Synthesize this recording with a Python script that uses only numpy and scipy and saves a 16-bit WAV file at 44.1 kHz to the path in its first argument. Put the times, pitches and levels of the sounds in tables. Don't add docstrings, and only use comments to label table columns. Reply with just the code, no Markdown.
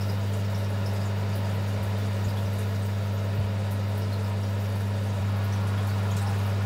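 import sys
import numpy as np
from scipy import signal
from scipy.fft import rfft, irfft, next_fast_len
from scipy.io import wavfile
from scipy.ndimage import uniform_filter1d, map_coordinates

SR = 44100
rng = np.random.default_rng(int(sys.argv[2]) if len(sys.argv) > 2 else 0)


def log_audio(samples):
    frames = np.atleast_2d(samples).T
    limited = np.clip(frames, -1, 1)
    pcm = np.round(limited * 32767).astype(np.int16)
    wavfile.write(sys.argv[1], SR, pcm)


def natural_amplitude(level_db):
    exponent = np.asarray(level_db, float) / 20
    return 10 ** exponent


N = 293265

HUM_HZ = 100.075
# [from/s, to/s]
MOVE_S = (5.198, 5.210)
# [multiple of HUM_HZ, spot 0 level/dB, spot 0 phase/rad, spot 1 level/dB, spot 1 phase/rad]
MOTOR_HUM = [(1, -27.5, 0.72, -26, -0.46), (2, -39, -1.88, -38.5, -3)]
# [f/Hz, spot 0 level/dB, spot 1 level/dB]
BLADE_TONE = (672, -51, -51)
# [f/Hz, density/dB per Hz]
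AIR_SPECTRUM = [(20, -48), (40, -19), (70, -11.5), (120, -9), (300, -8), (700, -10), (1500, -15),
                (3000, -22), (5000, -27), (6500, -37), (10000, -40.5), (16000, -58)]
AIR_DB = -37
# [f/Hz, width/Hz, spot 0 gain/dB, spot 1 gain/dB]
RESONANCES = [(144.5, 24.6, 8.5, 9), (181, 26.6, 9.5, 9), (217, 26, -6.5, -3.5), (261, 50, 3.5, 3),
              (309, 61, -3, -5), (430, 41, 6, 3.5), (569, 93, 7, 2), (660, 27, 0.5, 0.5),
              (713, 34, -7.5, -4.5), (939, 60, 4.5, 6), (1125, 130, -2, 2.5), (1200, 47, -4.5, -5.5),
              (1416, 110, 1, 4.5), (1577, 72, -6, -6), (1700, 180, 2.5, 2), (2000, 88, -2.5, -3),
              (2520, 170, 0.5, 1), (2830, 210, 2.5, 2.5), (3080, 190, -1.5, -1.5), (3775, 260, 3.5, 3),
              (4900, 670, 2.5, 1.5), (734, 17, 4.5, 0), (770, 23, 0.5, 2), (1243, 56, 2, 3),
              (2735, 70, -4, -3), (5070, 140, -6.5, -1), (6000, 200, -2, -1), (6860, 200, 1.5, 2),
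              (7800, 170, 3.5, 3), (8400, 150, 2, -3)]
# [f/Hz, density/dB per Hz]
TRICKLE_SPECTRUM = [(2000, -39), (4000, -3.5), (6000, 2), (9000, -4.5), (13000, -3.5), (15700, -3),
                    (17000, -22.5)]
# [t/s, hiss level/dB]
TRICKLE_FLOW = [
    (0.0, -54),
    (1.33, -56.5),
    (2.67, -54),
    (3.56, -58.5),
    (4.67, -55),
    (5.39, -57),
    (6.35, -53.5),
    (6.65, -55),
]
# [t/s, level/dB, note f/Hz]
DRIP_EVENTS = [(0.009, -46.5, 5330), (0.09, -46, 5100), (0.212, -58, 6730), (0.444, -52, 5240),
               (0.546, -49.5, 5460), (0.636, -51.5, 5400), (0.859, -45, 5280), (0.949, -51, 5020),
               (1.012, -50, 5030), (1.052, -52, 7000), (1.328, -50, 4800), (1.441, -53, 4830),
               (2.242, -51, 6960), (2.283, -50, 4900), (2.366, -48.5, 3400), (2.454, -55, 5590),
               (2.821, -52.5, 8370), (4.017, -51, 5220), (4.124, -47, 4210), (4.241, -52, 5070),
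               (4.432, -51, 5520), (5.094, -60, 6970), (5.522, -49, 5870), (5.775, -49, 3420),
               (5.892, -50, 4640), (6.104, -49.5, 3200), (6.111, -49.5, 6790), (6.184, -51, 3860),
               (6.213, -50, 8400), (6.266, -50.5, 5390)]
# [t/s, level/dB, centre f/Hz, width/Hz]
SPLASH_EVENTS = [(0.332, -50, 7490, 3700), (0.366, -56, 13920, 1600), (0.578, -55, 12400, 3700),
                 (0.861, -58, 11000, 3500), (0.93, -54, 11700, 3000), (1.35, -52, 15110, 800),
                 (1.351, -48, 11200, 4500), (1.533, -54, 13360, 3000), (1.827, -49, 12780, 13000),
                 (1.978, -54, 14840, 1300), (2.528, -54, 12330, 2000), (2.583, -48, 10000, 6000),
                 (2.744, -53, 5690, 3000), (2.853, -55.5, 14810, 1600), (3.14, -55, 13990, 2400),
                 (3.239, -57, 14540, 2300), (3.342, -55, 14590, 2300), (3.709, -48, 12430, 7600),
                 (3.971, -49, 12720, 7300), (4.6, -53, 13980, 1700), (4.75, -54, 11500, 5000),
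                 (5.033, -56, 9000, 4000), (5.439, -52, 13620, 5600), (5.667, -52, 9500, 8000),
                 (5.868, -49, 10000, 12000), (6.163, -42.5, 7160, 4000), (6.165, -51, 13500, 4000),
                 (6.215, -53, 9500, 5000), (6.38, -53, 11000, 6000), (6.455, -54, 12000, 4500)]
# [t/s, level/dB, f/Hz, pitch rise/share, life/s]
PIPE_BUBBLES = [
    (6.205, -40, 810, .045, .1),
    (6.25, -43, 885, .005, .06),
    (6.29, -39, 795, -.005, .075),
]
# [t/s, level/dB, f/Hz, rise/s]
HAND_BUMPS = [(0.4738, -46.2, 75, 0.0186), (1.7901, -26.0, 81, 0.0062), (1.8497, -31.4, 75, 0.0075),
              (2.2659, -24.3, 83, 0.0054), (2.4418, -29.2, 78, 0.0056), (2.5789, -34.0, 81, 0.0057),
              (3.032, -35.7, 114, 0.0043), (3.3781, -24.5, 131, 0.0126), (3.3927, -19.9, 92, 0.0057),
              (3.4273, -30.4, 67, 0.0089), (5.6617, -46.0, 87, 0.0188), (6.2773, -46.0, 60, 0.0175),
              (6.3195, -49.0, 77, 0.02)]
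ECHO_DB, TILE_T60_S, ECHO_RISE_S = 4.5, 0.17, 0.003


def motor(t, moved):
    turn = 2 * np.pi * HUM_HZ * t
    hum = np.zeros(N)
    for k, db_0, phase_0, db_1, phase_1 in MOTOR_HUM:
        hum += (1 - moved) * natural_amplitude(db_0) * np.cos(k * turn + phase_0)
        hum += moved * natural_amplitude(db_1) * np.cos(k * turn + phase_1)
    hz, db_0, db_1 = BLADE_TONE
    blade_db = db_0 + moved * (db_1 - db_0) + 1.27 * wobble(5.4)
    blade = natural_amplitude(blade_db) * np.cos(2 * np.pi * hz * t + 0.51 * wobble(4))
    return np.sqrt(2) * (hum + blade)


def air(moved):
    mode_knots = rng.standard_normal((2, 1200))
    turbulence = patchy(patchy_db=0.5, bins=6)

    def gain_db(f, spot):
        ripple_db = 1.4 * map_coordinates(mode_knots[spot], [f / 20]) * np.clip((f - 230) / 900, 0, 1)
        return along(AIR_SPECTRUM, f) + room_db(f, spot) + ripple_db

    spot_0 = unit(coloured(turbulence, lambda f: gain_db(f, 0)))
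    spot_1 = unit(coloured(turbulence, lambda f: gain_db(f, 1)))
    level_db = AIR_DB + 0.43 * wobble(1.03) + 0.14 * wobble(7.1)
    return natural_amplitude(level_db) * ((1 - moved) * spot_0 + moved * spot_1)


def trickle(t):
    hiss = coloured(patchy(patchy_db=2.2, bins=60), lambda f: along(TRICKLE_SPECTRUM, f) + room_db(f, 0))
    return natural_amplitude(np.interp(t, *np.transpose(TRICKLE_FLOW))) * unit(hiss)


def drips():
    sharpness, impact_db, note_db = 6.6, -9, -2
    out = np.zeros(N)
    for s, db, hz in DRIP_EVENTS:
        level_db = db + ECHO_DB
        add(out, s, natural_amplitude(level_db) * echoing(hz, hz / sharpness))
        add(out, s, natural_amplitude(level_db + impact_db) * echoing(hz=11500, width_hz=14000))
        add(out, s, natural_amplitude(level_db + note_db) * bubble(hz, climb=0.11, life_s=32 / hz))
    return out


def splashes():
    out = np.zeros(N)
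    for s, db, hz, width_hz in SPLASH_EVENTS:
        add(out, s, natural_amplitude(db + ECHO_DB) * echoing(hz, width_hz))
    return out


def faint_drops():
    out = np.zeros(N)
    for when, pitch, size in rng.random((170, 3)):
        hz = 2600 * 5.5 ** pitch
        level_db = -58.5 + 7 * size - 9 * pitch
        add(out, when * N / SR, natural_amplitude(level_db) * echoing(hz, hz / (3 + 9 * size), t60_s=0.18))
    return out


def spray():
    out = np.zeros(N)
    for when, pitch, size in rng.random((80, 3)):
        hz = 6500 * 2.2 ** pitch
        add(out, when * N / SR, natural_amplitude(-59.5 + 6.5 * size) * echoing(hz, hz / 2.3))
    return out


def gurgle():
    out = np.zeros(N)
    for s, db, hz, climb, life_s in PIPE_BUBBLES:
        add(out, s, natural_amplitude(db) * bubble(hz, climb, life_s))
    return out


def hand():
    out = np.zeros(N)
    t = np.arange(SR // 8) / SR
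    for s, db, hz, rise_s in HAND_BUMPS:
        u = t / rise_s
        swing = np.sin(2 * np.pi * hz * (1.2 * t - 4 * t * t))
        add(out, s, natural_amplitude(db) * u * np.exp(1 - u) * swing)
    return out


def bubble(hz, climb, life_s):
    u = np.arange(round(life_s * SR)) / (life_s * SR)
    cycles = hz * life_s * (u + climb * (u * u / 2 - u / 2))
    return np.sin(np.pi * u ** 0.58) * np.sin(2 * np.pi * cycles)


def echoing(hz, width_hz, t60_s=TILE_T60_S):
    t = np.arange(SR // 4) / SR
    ring = coloured(rng.standard_normal(len(t)),
                    lambda f: -20 * np.log10(1 + (2 * (f - hz) / width_hz) ** 2))
    return unit(ring) * natural_amplitude(-60 * t / t60_s) * (1 - np.exp(-t / ECHO_RISE_S))


def room_db(f, spot):
    return sum(row[2 + spot] * np.exp(-2 * ((f - row[0]) / row[1]) ** 2) for row in RESONANCES)


def patchy(patchy_db, bins):
    z = signal.stft(rng.standard_normal(N + 512), nperseg=512)[2]
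    field = uniform_filter1d(rng.standard_normal(z.shape), size=bins, axis=0)
    field = uniform_filter1d(field, size=5, axis=1)
    return signal.istft(z * natural_amplitude(patchy_db * unit(field)), nperseg=512)[1][:N]


def coloured(x, gain_db):
    m = next_fast_len(len(x) + 8192)
    return irfft(rfft(x, m) * natural_amplitude(gain_db(np.fft.rfftfreq(m, 1 / SR))), m)[:len(x)]


def along(points, hz):
    f, v = np.transpose(points)
    return np.interp(np.log(hz + 1), np.log(f + 1), v)


def wobble(rate_hz):
    knots = rng.standard_normal(int(N * rate_hz / SR) + 4)
    return map_coordinates(knots, [np.arange(N) * rate_hz / SR])


def unit(x):
    return x / np.sqrt(np.mean(x ** 2) + 1e-20)


def add(out, s, x):
    part = out[max(round(s * SR), 0):][:len(x)]
    part += x[:len(part)]


def scene():
    t = np.arange(N) / SR
    from_s, to_s = MOVE_S
    moved = np.clip((t - from_s) / (to_s - from_s), 0, 1)
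    fan = motor(t, moved) + air(moved)
    water = trickle(t) + drips() + splashes() + faint_drops() + spray() + gurgle()
    return (fan + water + hand())[None]


def band_limit(x):
    return signal.sosfilt(signal.butter(12, 16040, fs=SR, output="sos"), x)


def record(dry):
    comb_knots = rng.standard_normal(300)

    def gain_db(f):
        comb_db = 1.3 * map_coordinates(comb_knots, [f / 90]) * (f > 5300)
        bass_db = -10 * np.log10(1 + (38 / (f + 1)) ** 4)
        top_db = -90.0 * (f > 15730)
        return comb_db + bass_db + top_db

    mix = coloured(dry[0], gain_db)[None]
    return band_limit(mix)


dry = scene()
out = record(dry)
log_audio(out)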